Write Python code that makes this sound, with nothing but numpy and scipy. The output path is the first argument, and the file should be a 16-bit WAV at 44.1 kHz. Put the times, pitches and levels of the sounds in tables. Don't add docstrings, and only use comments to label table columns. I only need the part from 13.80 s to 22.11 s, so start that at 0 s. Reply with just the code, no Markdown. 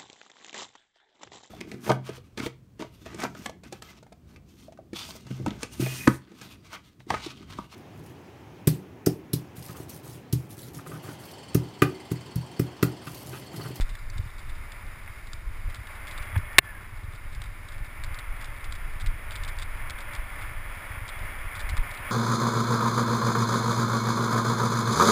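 import sys
import numpy as np
from scipy import signal
from scipy.io import wavfile
from scipy.ndimage import uniform_filter1d

SR = 44100
rng = np.random.default_rng(int(sys.argv[2]) if len(sys.argv) > 2 else 0)


def field_ratio(decibels):
    return 10 ** (np.asarray(decibels, dtype=float) / 20)


def to_wav(s):
    ch = np.atleast_2d(s).T
    pcm = np.round(np.clip(ch, -1, 1) * 32767)
    wavfile.write(sys.argv[1], SR, pcm.astype(np.int16))


N = 366471

# f/Hz, level/dB per Hz
CRUNCH_SPECTRUM = [(150, -20), (250, -14.5), (490, -13), (593, -7), (750, -6.5), (1110, 0), (1570, -2.5),
                   (1800, -2), (1940, -2), (2130, 0.5), (3200, -17), (4160, -42.5), (7040, -120)]
# f/Hz, width/Hz, level/dB
CASE_RESONANCES = [(578, 100, 5), (1120, 120, -0.5), (1428, 80, 3.5), (1776, 95, 4), (2210, 430, 3.5),
                   (3390, 190, 17), (4700, 430, 3.5)]


def evened(x):
    return x / np.sqrt(np.mean(x ** 2) + 1e-20)


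def curves(rows):
    s, *columns = np.transpose(rows)
    return [np.interp(np.arange(N) / SR, s, column) for column in columns]


def coloured(x, points, peaks=()):
    size = 8192
    hz = abs(np.fft.fftfreq(size, 1 / SR))
    f, level = np.transpose(points)
    db = np.interp(np.log(hz + 1), np.log(f + 1), level)
    for mid, width, lift in peaks:
        db = db + lift / (1 + (2 * (hz - mid) / width) ** 2)
    log_gain = np.log(field_ratio(np.maximum(db, -100)))
    spectrum = np.exp(np.conj(signal.hilbert(log_gain)))
    taps = np.fft.ifft(spectrum).real[:size // 2]
    return evened(signal.oaconvolve(x, taps)[:N])


def drift(seconds):
    span = int(seconds * SR)
    once = uniform_filter1d(rng.standard_normal(N), span)
    return evened(uniform_filter1d(once, span))


def ring(modes):
    t = np.arange(4000) / SR
    sound = np.zeros(len(t))
    for k, (hz, db, t60) in enumerate(modes):
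        sound += (-1) ** k * field_ratio(db - 60 * t / t60) * np.sin(2 * np.pi * hz * t)
    return sound / abs(sound).max()


def add(mix, s, sound):
    at = round(s * SR)
    sound = sound[max(-at, 0):]
    part = mix[max(at, 0):][:len(sound)]
    part += sound[:len(part)]


def gusts():
    # t/s, half length/s, buffet level/dB, flutter level/dB
    gust_rows = [(0.015, 0.04, -16, -40), (0.122, 0.034, -31, -43), (0.312, 0.066, -17, -46),
                 (.39, 0.1, -34, -32), (0.707, 0.15, -29.5, -44), (1.076, 0.034, -24, -47),
                 (1.551, 0.033, -20, -49), (1.7, 0.1, -33, -62), (1.86, 0.087, -31, -38),
                 (2.003, 0.027, -41, -41), (2.39, 0.053, -30, -41.5), (2.57, 0.13, -44, -40),
                 (3.19, 0.17, -41.5, -46), (3.603, 0.25, -36.5, -45), (3.27, 0.047, -53, -40),
                 (3.995, 0.056, -28, -40.5), (4.26, 0.11, -30.5, -39), (4.525, 0.075, -29, -56),
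                 (4.695, 0.087, -37, -44), (4.91, 0.19, -34, -46), (5.11, 0.13, -27, -47),
                 (5.29, 0.049, -30, -26), (5.707, 0.32, -30, -42.5), (6.057, 0.12, -32, -44),
                 (6.373, .12, -26, -44.5), (6.74, 0.23, -34, -43), (7.18, 0.14, -44, -40),
                 (7.447, 0.093, -34.5, -40.5), (7.648, 0.063, -25, -40), (7.917, 0.14, -35, -40),
                 (8.2, 0.36, -55, -47)]
    calm_db, cap_db = (-42.5, -48.5), (-33, -39)
    sway_db, edge_db = 2, 13
    t = np.arange(0, N + 64, 64) / SR
    s, half, *peak_db = np.transpose(gust_rows)[:, :, None]
    out = []
    for db, calm, cap in zip(peak_db, calm_db, cap_db):
        gust_gain = field_ratio(db - edge_db * ((t - s) / half) ** 2)
        power = field_ratio(calm) ** 2 + (gust_gain ** 2).sum(0)
        capped_db = np.minimum(10 * np.log10(power), cap)
        out.append(np.interp(np.arange(N) / SR, t, capped_db) + sway_db * drift(0.022))
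    return out


def eddies(points, per_s, seconds):
    bursts = rng.standard_normal(N) * (rng.random(N) < per_s / SR)
    lumps = coloured(bursts, points)
    power = uniform_filter1d(lumps ** 2, int(seconds * SR))
    return evened(lumps / (power + 0.055) ** 0.47)


def wind():
    # f/Hz, level/dB per Hz
    buffet_spectrum = [(8, -20), (20, 4), (40, -8.5), (55, -10.5), (80, -40.5), (200, -61), (900, -92)]
    # f/Hz, level/dB per Hz
    flutter_spectrum = [(30, -28), (55, -4.5), (75, -4), (105, -4), (130, -15.5), (160, -25.5), (220, -35),
                        (400, -46), (1200, -83)]
    buffet_db, flutter_db = gusts()
    buffet = field_ratio(buffet_db) * eddies(buffet_spectrum, 60, 0.065)
    flutter = field_ratio(flutter_db) * eddies(flutter_spectrum, 110, 0.073)
    return buffet + flutter


def tyres():
    # t/s, ground pressure level/dB, dry leaves under the tread level/dB
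    roll = [(0.0, -48.5, 6.5), (0.53, -49.5, 5.5), (0.99, -47.5, 2), (1.53, -50, 5), (1.78, -49, 3),
            (2.01, -46, 2.7), (2.45, -42, -1.5), (2.73, -43, -4), (3.15, -48, 1.5), (3.84, -49, 2.5),
            (4.37, -44, -2), (4.88, -44, -.9), (5.14, -44.5, 0), (5.48, -43, -1.5), (6.3, -42, -2.5),
            (6.55, -42.5, -1.2), (7.71, -40.5, -2.4), (8.31, -37.5, -2.5)]
    # f/Hz, level/dB per Hz
    fizz_spectrum = [(2300, -33.5), (2900, -8), (3200, -26.5), (3600, 4.5), (4300, -6), (4800, -1),
                     (5250, 0), (5600, -5.5), (6000, -5), (7000, -68)]
    # f/Hz, level/dB per Hz
    hum_spectrum = [(60, -28), (140, 2), (200, 2.5), (350, -1), (480, -5.5), (700, -23)]
    grit_per_s, grit_spread_db, grit_db = 1500, 3, -9.5
    crunch_db, leaves_db = curves(roll)
    press_db = crunch_db + 43
    fizz_db = -60 + press_db + leaves_db
    hum_db = -57 + 0.28 * press_db

    grain_size = field_ratio(grit_spread_db * np.minimum(rng.exponential(1, N), 3))
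    grit = grain_size * (rng.random(N) < grit_per_s / SR)
    grit = evened(grit * np.sign(rng.standard_normal(N)))
    drive = rng.standard_normal(N) + field_ratio(grit_db) * grit
    drive = evened(drive * field_ratio(0.83 * drift(0.093) + 0.26 * drift(0.032)))

    hum = coloured(rng.standard_normal(N) * field_ratio(0.48 * drift(0.0075)), hum_spectrum)
    crunch = coloured(drive, CRUNCH_SPECTRUM, CASE_RESONANCES)
    fizz = coloured(drive, fizz_spectrum, CASE_RESONANCES)
    return field_ratio(crunch_db + 0.13) * crunch + field_ratio(fizz_db) * fizz + field_ratio(hum_db) * hum


def jolts():
    # t/s, direction +-1, peak level/dB, f/Hz, swings
    swing_rows = [(-.006, 1, -19, 45, 1.0), (.012, 1, -15.5, 25, 1.05), (.392, -1, -21, 85, 1.5),
                  (1.672, 1, -25, 36, 1.0), (1.845, 1, -23, 29, 1.3), (2.564, 1, -14.5, 92, 2.3),
                  (2.784, -1, -21, 85, 1.3), (4.487, 1, -23, 28, 1.0), (5.268, 1, -16, 24, 1.0),
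                  (7.838, 1, -22, 34, 1.0), (7.918, -1, -21, 52, 1.1), (7.982, 1, -15.5, 25, 1.05)]
    # t/s, level/dB
    scrapes = [
        (.002, -47),
        (1.272, -43.5),
        (2.553, -31),
        (7.971, -35),
    ]
    out = np.zeros(N)
    rasp = coloured(rng.standard_normal(N), CRUNCH_SPECTRUM, CASE_RESONANCES)
    for s, way, db, hz, swings in swing_rows:
        t = np.arange(0, swings / hz, 1 / SR)
        envelope = np.sin(np.pi * (t / t[-1]) ** 0.7) ** 0.6
        add(out, s, way * field_ratio(db) * np.sin(2 * np.pi * hz * t) * envelope)
    for s, db in scrapes:
        add(out, s, field_ratio(db) * rasp[round(s * SR):][:800] * np.hanning(800))
    return out


def contacts():
    # t/s, level/dB
    ticks = [(.1517, -46), (.1866, -52), (.3008, -63), (.3332, -58), (.919, -42.5), (1.0651, -53),
             (1.4697, -49), (1.532, -35), (2.069, -46), (2.1531, -52), (2.4539, -55), (2.5557, -55),
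             (2.5766, -41.5), (2.7283, -59), (3.2351, -58), (3.548, -45), (3.6176, -37), (3.6382, -44),
             (3.6567, -52), (3.8857, -43), (3.98, -55), (4.5646, -53), (4.7612, -55), (4.9113, -54),
             (5.1328, -58), (6.1864, -41.5), (6.3341, -43), (6.9487, -54), (7.3887, -47), (8.173, -41.5)]
    # t/s, level/dB, gap/ms, rebound minus first/dB
    rebounds = [(0.372, -50.5, 7.4, 9), (.6894, -54, 5.4, 4), (1.8976, -49, 6.5, -9), (2.31, -40, 7.2, -10),
                (2.377, -41, 5.1, -6), (2.421, -49, 4.6, 6), (3.322, -60, 11, 1), (3.3504, -50.5, 6, -11),
                (3.92, -51, 12.5, -12), (4.045, -51, 14, -9), (4.2366, -35, 7.5, -6.5),
                (4.343, -40.5, 8.5, -12), (4.388, -38, 4.3, -8), (4.6437, -38.5, 11, -5),
                (4.842, -40, 7.7, -10), (4.923, -35, 10.3, -16), (4.9515, -42, 5.5, -15),
                (5.2613, -35, 8, -1.5), (5.635, -36.5, 12.7, -2), (5.816, -39.5, 6.1, -6),
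                (6.097, -34, 8.1, -2), (6.35, -35.5, 11, -9), (6.612, -48, 10, -3), (7.9683, -36.5, 7.6, 0),
                (8.106, -51, 6.6, 8), (8.137, -50.5, 9.9, 5.5)]
    # t/s, level/dB, first gap/ms, loss per bounce/dB
    rattles = [(.008, -33.5, 5.6, 3), (0.0906, -43.5, 5.5, 6), (0.582, -48, 8, 4), (.7518, -60, 5.9, 9),
               (1.9451, -37.5, 9.6, 8), (2.2698, -41, 9.1, 3), (3.5155, -60, 6.5, 0),
               (4.6065, -49, 5.9, 1.5), (5.199, -44, 9.2, 2), (5.5074, -38, 10.3, 4.2),
               (5.5551, -32, 5.6, 7), (5.6773, -36, 5.5, 3.5), (5.786, -36, 9.6, 5.5),
               (5.8218, -38.5, 6.2, 8), (6.2044, -43, 4.3, 8), (7.2796, -36.5, 8.6, 3.5),
               (7.7516, -38.5, 8, 4), (7.7934, -39.5, 8.5, 1.5), (7.8903, -34.5, 5.1, 2.5)]
    bounces, settled_gap_ms = 4, 5.5
    tremble_per_s, tremble_db = 3, -63
    touches = list(ticks)
    for s, db, ms, change in rebounds:
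        touches += [(s, db), (s + ms / 1000, db + change)]
    unevenness = rng.uniform(0.34, 1.25, (len(rattles), bounces))
    for (s, db, ms, loss), uneven in zip(rattles, unevenness):
        gaps_ms = np.r_[0, ms, settled_gap_ms * uneven[2:]]
        levels_db = db - loss * np.arange(bounces) ** 1.43
        touches += list(zip(s + np.cumsum(gaps_ms) / 1000, levels_db))
    when, size = rng.random((100, 2)).T
    moments = np.cumsum(-np.log(1 - when) / tremble_per_s)
    touches += [(s, tremble_db + 4 * z) for s, z in zip(moments, size) if s < N / SR]
    return touches


def mount():
    # f/Hz, level/dB per Hz
    mount_spectrum = [(500, -23), (1200, -10), (2100, -3.5), (2800, -14.5), (3250, -8.5), (3600, -3.5),
                      (4200, -9.5), (4450, -11), (4800, -9), (5300, -14.5), (6000, -19), (7000, -37)]
    # f/Hz, width/Hz, level/dB
    mount_resonances = [(3450, 180, 5), (2880, 130, 5), (4840, 300, 3), (5600, 300, 4)]
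    slip_ms, slip_at_db, slip_doubles_db = 3, -35, 14.5
    force = np.zeros((2, N))
    first = np.zeros(N)
    t = np.arange(1500) / SR
    touches = contacts()
    for (s, db), place in zip(touches, rng.random(len(touches))):
        ms = min(slip_ms * 2 ** ((slip_at_db - db) / slip_doubles_db), 12.0)
        ms = max(ms, 1)
        slip = field_ratio(db - 9.4 * t / (ms / 1000)) * np.minimum(t / 0.0012, 1)
        add(force[0], s, slip * np.sqrt(place))
        add(force[1], s, slip * np.sqrt(1 - place))
        add(first, s + 0.001, field_ratio([db + 11]) * 3 / ms)
    blows = force * rng.standard_normal((2, N))
    blows[1] += first
    scale = np.sqrt(np.mean(blows ** 2, axis=1))
    resonant = scale[0] * coloured(blows[0], mount_spectrum, mount_resonances)
    dull = scale[1] * coloured(blows[1], mount_spectrum)
    return field_ratio(4.0) * (resonant + dull)


def pebbles():
    # t/s, peak level/dB, f/Hz, t60/s
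    strikes = [
        (.1535, -33, 2200, .01),
        (.3006, -33, 5650, .016),
        (1.277, -33, 2400, .009),
        (5.768, -43, 5600, .01),
        (7.9695, -28, 1300, .008),
    ]
    out = np.zeros(N)
    for s, db, hz, t60 in strikes:
        add(out, s, field_ratio(db) * ring([(hz * 0.794, 0, t60), (hz * 1.05, -1, t60)]))
    return out


def whistle():
    # t/s, f/Hz, level/dB
    whistles = [
        [(2.57, 2090, -53), (2.62, 2190, -56), (2.66, 2180, -52), (2.70, 2170, -58)],
        [(2.69, 1820, -52), (2.71, 1820, -50), (2.74, 1790, -56), (2.77, 1780, -47), (2.82, 1750, -50),
         (2.86, 1760, -49), (2.90, 1715, -47.5), (2.94, 1665, -52), (3.0, 1610, -60)],
    ]
    out, t = np.zeros(N), np.arange(N) / SR
    for rows in whistles:
        hz, db = curves(rows)
        gate = np.clip(np.minimum(t - rows[0][0], rows[-1][0] - t) / 0.014, 0, 1)
        tone = np.sin(2 * np.pi * np.cumsum(hz + 18 * drift(0.0064)) / SR)
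        out += np.sqrt(2) * field_ratio(db + 3.0 * drift(0.01)) * gate * tone
    return out


def twig():
    # t/s, peak level/dB
    slaps = [
        (2.7835, 12),
        (2.7846, -16),
        (2.7855, 10),
        (2.7868, 3),
        (2.7881, 8),
        (2.7895, -12.5),
        (2.7906, -12),
    ]
    # f/Hz, level/dB, t60/s
    shell_modes = [(136, -20, 0.11), (316, -17.5, 0.035), (400, -24, 0.036), (690, -15, 0.02),
                   (1094, -9.5, 0.017), (1770, -2, 0.022), (2146, -1, 0.013), (2722, 1, 0.013),
                   (3070, -2.5, 0.0045), (3620, -3.5, 0.013), (4230, -4, 0.013), (4850, -7, 0.0047),
                   (5620, -13.5, 0.0031)]
    out = np.zeros(N)
    for s, db in slaps:
        add(out, s, field_ratio(db) * ring(shell_modes))
    return out


def scene():
    return (wind() + tyres() + mount() + jolts() + twig() + pebbles() + whistle())[None]


def top_cut(x):
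    return signal.sosfilt(signal.butter(12, 16140, fs=SR, output="sos"), x)


def record(dry):
    peak_db = 20 * np.log10(abs(dry[0]) + 1e-9)
    fall_db = np.arange(N) * 340.0 / SR
    envelope_db = np.maximum.accumulate(peak_db + fall_db) - fall_db
    over_db = np.clip(envelope_db + 6.5, 0, 12)
    late_db = uniform_filter1d(np.pad(over_db, (330, 0))[:N], 200)
    slow = signal.resample_poly(dry[0] / field_ratio(late_db), 40, 147)
    held = np.repeat(np.clip(slow, -0.97, 0.97), 4)
    back = signal.resample_poly(held, 147, 160)[:N]
    back = np.pad(back, (0, N - len(back)))
    low_pass = signal.firwin(401, 15250, window=("kaiser", 2), fs=SR)
    edged = signal.oaconvolve(back, low_pass, "same")
    finished = np.clip(edged, -1, 1)[None]
    return top_cut(finished)


dry = scene()
out = record(dry)
to_wav(out)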